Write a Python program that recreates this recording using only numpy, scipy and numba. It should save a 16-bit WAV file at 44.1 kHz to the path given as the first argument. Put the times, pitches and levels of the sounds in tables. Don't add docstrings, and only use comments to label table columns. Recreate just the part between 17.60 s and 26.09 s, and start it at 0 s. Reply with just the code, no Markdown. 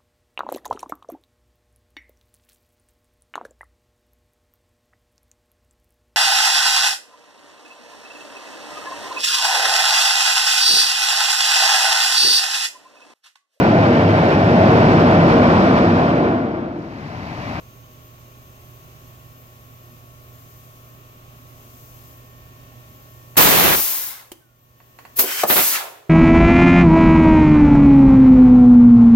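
import sys
import numpy as np
from scipy import signal
from scipy.fft import rfft, irfft, next_fast_len
from scipy.io import wavfile
from scipy.ndimage import uniform_filter1d, minimum_filter1d, map_coordinates
from numba import njit

SR = 44100
rng = np.random.default_rng(int(sys.argv[2]) if len(sys.argv) > 2 else 0)


def persist_wave(psi):
    counts = np.round(np.clip(psi, -1, 1) * 32767).astype(np.int16)
    wavfile.write(sys.argv[1], SR, np.atleast_2d(counts).T)


N = 374585
TIME_S = np.arange(N) / SR
FREQ_HZ = np.maximum(np.fft.rfftfreq(N, 1 / SR), 1)


def undb(db):
    return np.exp(np.asarray(db) * (np.log(10) / 20))


def unit(x):
    return x / np.sqrt(np.mean(x ** 2))


def curves(table):
    times_s, *columns = np.transpose(table)
    return [np.interp(TIME_S, np.sort(times_s), column) for column in columns]


def colour(points):
    hz, db = np.transpose(points)
    return undb(np.interp(np.log(FREQ_HZ), np.log(hz), db))


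def resonances(modes):
    return np.sqrt(sum(undb(db) ** 2 / (1 + (hz / width_hz * (FREQ_HZ / hz - hz / FREQ_HZ)) ** 2)
                       for hz, width_hz, db in modes))


def above(hz):
    return 1 / (1 + (hz / FREQ_HZ) ** 4)


def filtered(x, gain):
    size = next_fast_len(N, True)
    hz = np.fft.rfftfreq(size, 1 / SR)
    return irfft(rfft(x, size) * np.interp(hz, FREQ_HZ, gain), size)[..., :N]


def walk(rate_hz):
    knots = rng.standard_normal(int(N / SR * rate_hz) + 2)
    return 1.2 * np.interp(TIME_S * rate_hz, np.arange(len(knots)), knots)


def air(gain, shared, lag_samples=0):
    noise = rng.standard_normal((3, N))
    common = np.array([noise[2], np.roll(noise[2], lag_samples)])
    return unit(filtered(np.sqrt(shared) * common + np.sqrt(1 - shared) * noise[:2], gain))


def diffuse(gain, mic_gap_m=0.1, sound_m_s=343):
    coherence = np.sinc(2 * FREQ_HZ * mic_gap_m / sound_m_s)
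    mid = filtered(rng.standard_normal(N), gain * np.sqrt(1 + coherence))
    side = filtered(rng.standard_normal(N), gain * np.sqrt(1 - coherence))
    return unit(np.array([mid + side, mid - side]))


def bursts(table, sag_power=2.84):
    rows = np.array(table)
    start_s, attack_s, hold_s, db, full_sag_db, release_db_s = rows.T[:6, :, None]
    age_s = np.maximum(TIME_S - start_s, 1e-6)
    rise_db = 40 * np.log10(np.minimum(age_s / attack_s, 1))
    sag_db = full_sag_db * np.clip((age_s - attack_s) / hold_s, 0, 1) ** sag_power
    lost_db = release_db_s * np.maximum(age_s - attack_s - hold_s, 0)
    level_db = db + rise_db - sag_db - lost_db
    strongest = level_db.argmax(axis=0)
    tracks = [track[strongest, np.arange(N)] for track in (level_db, age_s, lost_db)]
    return tracks + list(rows[strongest, 6:].T)


def reflect(x, t60_low_s, t60_high_s, delay_s):
    t = TIME_S[:SR]
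    tail = np.zeros((2, SR))
    for band, t60_s in (("low", t60_low_s), ("high", t60_high_s)):
        crossover = signal.butter(2, 3000, band, fs=SR, output="sos")
        tail += signal.sosfilt(crossover, rng.standard_normal((2, SR))) * undb(-60 * t / t60_s)
    tail *= t > delay_s
    return signal.fftconvolve(x, unit(tail) / np.sqrt(SR), axes=1)[:, :N]


def knocks(blows, modes, crack_t60_s, scatter_db, scatter_t60_s):
    t = TIME_S[:SR // 4]
    ring = sum((-1) ** k * undb(db - 60 * t / t60_s) * np.sin(2 * np.pi * hz * t)
               for k, (hz, t60_s, db) in enumerate(modes))
    ring /= np.abs(ring).max()
    out = np.zeros((2, N))
    for start_s, db, crack_db in blows:
        start = int(start_s * SR)
        crack = rng.standard_normal((2, len(t))) * undb(crack_db - 60 * t / crack_t60_s)
        out[:, start:start + len(t)] += undb(db) * (ring + crack)
    return out + undb(scatter_db) * reflect(out, scatter_t60_s, scatter_t60_s, delay_s=0.00015)


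# left delay/s, right delay/s, level/dB
NEAR_ECHOES = [(.0011, 0.001211, -44.5), (.0029, 0.003973, -21.5), (.0047, 0.0077, -13.5),
               (.0083, .0074, -13), (0.0125, .0141, -13)]


def echoes(x):
    out = x.copy()
    for left_s, right_s, db in NEAR_ECHOES:
        out += undb(db) * np.array([np.roll(x[0], int(left_s * SR)), np.roll(x[1], int(right_s * SR))])
    return out / np.sqrt(1 + sum(undb(db) ** 2 for _, _, db in NEAR_ECHOES))


# f/Hz, level/dB
FAN_SPECTRUM = [(20, -12), (45, 2), (80, 4.5), (130, 0), (200, -4.5), (370, -6), (460, -10.5), (620, -9.5),
                (900, -15.5), (1650, -19.5), (2700, -14.5), (4500, -24), (6500, -24), (12000, -46)]


def fans(level_db):
    return echoes(undb(level_db + .5 * walk(4.7)) * diffuse(colour(FAN_SPECTRUM)))


# f/Hz, level/dB
LEAK_SPECTRUM = [(3000, -16.5), (6500, -3.5), (9300, -10), (11000, -8.5), (13000, 2), (15800, -3.5)]
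# t/s, level/dB
LEAK_ENVELOPE = [(0.0, -59.5), (1.36, -57), (1.81, -58), (2.12, -58), (2.5, -57.5), (2.99, -55.5),
                 (3.55, -59), (3.79, -58), (4.23, -52.5), (4.51, -54), (4.71, -59), (5.6, -56.5)]
# f/Hz, width/Hz, level/dB
LEAK_WHISTLES = [(12824, 7, -5.5), (13502, 5, 4)]


def leak(hiss_db, whistle_db, left_db):
    envelope = undb(hiss_db + curves(LEAK_ENVELOPE)[0])
    hiss = envelope * air(colour(LEAK_SPECTRUM), shared=0.1, lag_samples=11)
    whistle = undb(whistle_db) * air(resonances(LEAK_WHISTLES), shared=.3)
    pan = undb([[left_db / 2], [-left_db / 2]])
    return pan * (echoes(hiss) + whistle)


# f/Hz, level/dB
HUM_TONES = [(119.8, -51), (156.4, -64.5), (44.092, -68), (71, -65), (97.577, -61.5), (244.69, -72.5),
             (352, -69.5), (509, -71.5), (587, -70), (617.64, -64.5), (700, -75.5), (1054, -65),
             (1082, -70), (1111, -59), (1347, -63.5), (2322.9, -76), (13502, -66.5)]


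def hum(gain_db, drift_rad, right_lag_s):
    arrival_s = np.array([TIME_S, TIME_S - right_lag_s])
    out = np.zeros((2, N))
    for hz, db in HUM_TONES:
        phase = 2 * np.pi * hz * arrival_s + drift_rad * walk(12)
        out += np.sqrt(2) * undb(db + gain_db) * np.sin(phase)
    return out


PASSING_TONES_HZ = (1232.6, 1825.1, 6400)
# t/s, motor/dB, whine/dB, whistle/dB
PASSING_ENVELOPES = [(0, -77, -73.5, -67.5), (1.25, -76, -78.5, -71), (1.498, -76, -73.5, -76.5),
                     (3.299, -72, -74, -80), (4.101, -73, -79, -73.5), (4.6, -78.5, -68.5, -78.5),
                     (8.4, -83, -68, -81.5)]


def passing_tones(waver_db, drift_rad):
    out = np.zeros((2, N))
    for hz, db in zip(PASSING_TONES_HZ, curves(PASSING_ENVELOPES)):
        for mic in range(2):
            amplitude = np.sqrt(2) * undb(db + waver_db * walk(5.7))
            out[mic] += amplitude * np.sin(2 * np.pi * hz * TIME_S + drift_rad * walk(4.3))
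    return out


# t/s, level/dB, relative crack/dB
FITTING_BLOWS = [(5.7565, -32.5, -25), (7.202, -34.5, -29.5), (7.356, -56, -20), (7.388, -28.5, -8),
                 (7.4515, -29, -15)]
# f/Hz, t60/s, level/dB
FITTING_MODES = [(431, 0.036, -15), (818, 0.01, 1.5), (1100, .02, -3), (1420, 0.0076, -2),
                 (1904, 0.014, -2), (2631.3, 0.0091, -3), (4497, .02, -16.5), (7300, .02, -20.5)]


def fitting_clicks():
    return knocks(FITTING_BLOWS, FITTING_MODES, crack_t60_s=0.012, scatter_db=2.5, scatter_t60_s=0.14)


# t/s, attack/s, hold/s, level/dB, sag/dB, release/(dB/s), surge/dB, shrill/dB, dulling/(dB/s)
JET_BURSTS = [(5.765, 0.015, 0.71, -1.5, 14, 139, 7, 1.5, -0.5),
              (7.553, 0.038, .01, -11, .5, 257, -2, 7.5, 15),
              (7.581, 0.012, .008, -1.5, 1.5, 248, 3.5, 6.5, 13),
              (7.62, 0.045, 0.16, -9, -1, 423.5, -7.5, -1.5, 0),
              (7.845, 0.055, 0.25, -1, 3, 221.5, -6, 9.5, 33)]
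# f/Hz, level/dB
HISS_SPECTRUM = [(100, -20.5), (300, -9), (600, -8), (1150, -3.5), (1500, -9), (2300, -3.5), (3300, -3.5),
                 (4600, -1), (6200, 1.5), (8000, 0), (12000, -1), (16000, -4.5)]
# f/Hz, level/dB
TOP_SPECTRUM = [(6000, -27.5), (9500, -12), (11200, -4.5), (12600, -1), (15000, 0.5), (16000, -4.5)]
# t/s, left minus right/dB
JET_PAN = [(5.8, -3), (6.2, .5), (6.5, 0), (7.6, -1), (7.7, 1), (7.95, -3), (8.15, -1)]


def jet(hiss_db, top_db, flutter_db, sizzle_db):
    surge_s, top_fade_db_per_db = 0.1, 0.42
    sizzle_hz, extra_dulling = 13200, .35
    db, age_s, lost_db, surge_db, shrill_db, dulling_db_s = bursts(JET_BURSTS)
    db = db + surge_db * np.exp(-age_s / surge_s)
    dulled_db = dulling_db_s * age_s
    shrill_db = shrill_db - dulled_db - top_fade_db_per_db * lost_db
    hiss = undb(hiss_db) * air(colour(HISS_SPECTRUM), shared=0.53, lag_samples=2)
    top = air(colour(TOP_SPECTRUM), shared=0.15, lag_samples=2)
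    sizzle = filtered(top, 1. * (FREQ_HZ > sizzle_hz))
    top = top - sizzle + sizzle * undb(sizzle_db * walk(25) - extra_dulling * dulled_db)
    top *= undb(top_db + shrill_db + flutter_db * walk(90))
    pan_db = curves(JET_PAN)[0]
    return (hiss + top) * undb(db + np.array([pan_db, -pan_db]) / 2)


# t/s, attack/s, hold/s, level/dB, sag/dB, release/(dB/s)
GUST_BURSTS = [(5.765, .016, 0.3716, -0.87, 2, 1101), (6.16, 0.014, 0.026, -15.5, 1.5, 700),
               (7.581, 0.012, .006, -10.5, .5, 598.5), (7.892, .009, 0.031756, -5, 2.5, 650),
               (7.945, 0.021, .07, -5, 8.5, 1000)]
# f/Hz, level/dB
GUST_SPECTRUM = [(25, -16.5), (70, -6.5), (160, -0.5), (400, 0), (800, -1), (1400, -2), (2200, -4),
                 (4000, -8), (7000, -24.5), (16000, -29)]


def gust(gust_db, rumble_db, eddy_db, billow_db):
    push_db, push_s = 4, 0.044
    rumble_hz, rumble_db_per_db = 105, 0.44
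    db, age_s, _ = bursts(GUST_BURSTS)
    db = db + push_db * np.exp(-age_s / push_s)
    eddies = np.array([undb(eddy_db * walk(900) + billow_db * walk(70)) for mic in range(2)])
    slaps = unit(filtered(eddies * rng.standard_normal((2, N)), colour(GUST_SPECTRUM)))
    rumble = filtered(slaps, 1 - above(rumble_hz))
    return (slaps - rumble) * undb(gust_db + db) + rumble * undb(rumble_db + rumble_db_per_db * db)


# t/s, attack/s, hold/s, level/dB, sag/dB, release/(dB/s), pitch ratio
FLOW_BURSTS = [(6.12, 0.096, 0.39, -27.5, 5, 170.5, 0.74), (7.59, .11, .125, -14.5, 1.0014, 350, 1.1),
               (7.86, .06, .13, -22, -3, 160, 1), (8.07, .075, .012, -10, 0, 144.5, .98)]
# t/s, attack/s, hold/s, level/dB, sag/dB, release/(dB/s)
PUFF_BURSTS = [(7.57, 0.031, 0.041, -18.5, -3, 341.5), (7.82, 0.07414, 0.038, -22, -4, 300)]
# f/Hz, width/Hz, level/dB
PORT_MODES = [(900, 370, -9.5), (1370, 243.3, 0), (1868.4, 96.3, -2), (2150, 360, -3), (2820, 150, 0),
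              (4900, 1300, -9.5), (7165, 300, -8)]
# f/Hz, width/Hz, level/dB
CHAMBER_MODES = [(190, 35, -5), (362, 130, -2), (615.3, 243, -8.5), (1020, 31, -14)]


def cylinder_flow(flow_db, puff_db, hollow_db, flutter_db):
    sink_octaves_per_db, linger_db_per_db = 0.1, 0.72
    db, age_s, lost_db, pitch = bursts(FLOW_BURSTS)
    sink = np.maximum(2 ** (-sink_octaves_per_db * lost_db), .5)
    read_index = np.cumsum(pitch * sink) % (N - 1)
    ports = air(resonances(PORT_MODES) * above(650), shared=0.15)
    sliding = np.array([map_coordinates(channel, [read_index], order=3) for channel in ports])
    chamber = air(resonances(CHAMBER_MODES) * above(130), shared=0.43)
    flow = sliding * undb(flow_db + db + flutter_db * walk(50))
    hollow = filtered(chamber, above(380)) * undb(hollow_db + db + linger_db_per_db * lost_db)
    puffs = chamber * undb(puff_db + bursts(PUFF_BURSTS)[0])
    return flow + hollow + puffs


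# t/s, level/dB, relative crack/dB
VALVE_BLOWS = [(6.7175, -14, -5.5), (6.7225, -24, -5)]
# f/Hz, t60/s, level/dB
VALVE_MODES = [(345.7, 0.048, 11), (553, .035, 5), (874, .032, 6), (2869.6, .05, 2), (3140, .035, 3),
               (5000, .06, -14), (6530, .037, -11), (10250, .025, 4), (14301, .02, 5.5)]


def valve_snap():
    return knocks(VALVE_BLOWS, VALVE_MODES, crack_t60_s=.045, scatter_db=-6, scatter_t60_s=.04)


# t/s, f/Hz, level/dB
SEAL_GLIDE = [(6.78, 1600, -70), (6.825, 1546, -50), (6.87, 1433, -56.5), (6.91, 1410, -56),
              (6.99, 1400, -68)]


def seal_squeak(jitter):
    hz, db = curves(SEAL_GLIDE)
    sounding = (TIME_S > SEAL_GLIDE[0][0]) & (TIME_S < SEAL_GLIDE[-1][0])
    phase = 2 * np.pi * np.cumsum(hz * (1 + jitter * walk(300))) / SR
    return sounding * undb(db) * np.sin(phase)


# t/s, level/dB, relative crack/dB
RAM_BLOWS = [(7.8328, 2.5, -27), (7.8355, 8, -12.5), (7.841, 3.5, -20), (7.851, -1, -24)]
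# f/Hz, t60/s, level/dB
FRAME_MODES = [(147.7, 0.0998, -20.5), (227, 0.1119, -16.5), (343, 0.07, -6), (433, 0.059, -4),
               (620.64, .06, -3), (826, 0.0218, -5), (980, 0.024, -6), (1260, 0.016, -1.5),
               (1736, 0.079, -13), (2270, 0.041, -19.5)]


def ram_knock():
    return knocks(RAM_BLOWS, FRAME_MODES, crack_t60_s=0.029, scatter_db=-4.5, scatter_t60_s=0.032)


def scene():
    workshop = fans(level_db=-49.5) + leak(hiss_db=2.5, whistle_db=-63.5, left_db=4.5)
    workshop += hum(gain_db=1.5, drift_rad=0.16, right_lag_s=0.00033)
    workshop += passing_tones(waver_db=1.1, drift_rad=0.59)
    press = fitting_clicks()
    press += echoes(jet(hiss_db=-5.5, top_db=-2.5, flutter_db=1.0, sizzle_db=0.3))
    wind = gust(gust_db=-0.5, rumble_db=0.5, eddy_db=1.5, billow_db=0.5)
    press += echoes(cylinder_flow(flow_db=0.5, puff_db=1.5, hollow_db=-16, flutter_db=1.6553))
    press += valve_snap() + seal_squeak(jitter=0.01813) + ram_knock()
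    room = undb(-11) * reflect(press, t60_low_s=0.55, t60_high_s=0.49, delay_s=0.0093)
    return workshop + press + room + wind


@njit
def follow(target_db, attack_s, recover_db_s):
    out, gain_db = np.zeros(len(target_db)), 0.
    for i in range(len(target_db)):
        if target_db[i] < gain_db:
            gain_db += (target_db[i] - gain_db) / (attack_s * SR)
        else:
            gain_db = min(target_db[i], gain_db + recover_db_s / SR)
        out[i] = gain_db
    return out


def wind_filter(x, threshold_db, depth_db, lag_s, attack_s, corner_hz):
    bass = filtered(x, 1 - above(corner_hz))
    bass_db = 10 * np.log10(uniform_filter1d(np.mean(bass ** 2, axis=0), size=SR // 20) + 1e-12)
    cut_db = np.clip(threshold_db - bass_db, -depth_db, 0)
    late_db = np.interp(TIME_S - lag_s, TIME_S, cut_db)
    return x - bass + bass * undb(follow(late_db, attack_s, 0.))


def gain_control(x, threshold_db, depth_db, hold_s, attack_s, recover_db_s):
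    power = signal.lfilter([1 / 300], [1, 1 / 300 - 1], np.mean(x ** 2, axis=0))
    cut_db = np.clip(threshold_db - 10 * np.log10(power + 1e-12), -depth_db, 0)
    hold_samples = int(hold_s * SR)
    held_db = minimum_filter1d(cut_db, hold_samples, origin=(hold_samples - 1) // 2)
    return x * undb(follow(held_db, attack_s, recover_db_s))


# f/Hz, left minus right/dB
MIC_BALANCE = [(60, -4), (250, -3), (1000, -2), (4000, -.5), (8000, 0), (12000, 3.5), (16000, 4)]


def record(dry):
    tilt = np.sqrt(colour(MIC_BALANCE))
    x = np.array([filtered(dry[0], tilt), filtered(dry[1], 1 / tilt)])
    x = wind_filter(x, threshold_db=-33.5, depth_db=7.5, lag_s=1.4, attack_s=0.11, corner_hz=192.3)
    x = gain_control(x, threshold_db=-30, depth_db=13, hold_s=.36, attack_s=.007, recover_db_s=17)
    top_cut = signal.ellip(10, .2, 70, 15850, fs=SR, output="sos")
    return signal.sosfilt(top_cut, np.clip(x, -1, 1))


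dry = scene()
out = record(dry)
persist_wave(out)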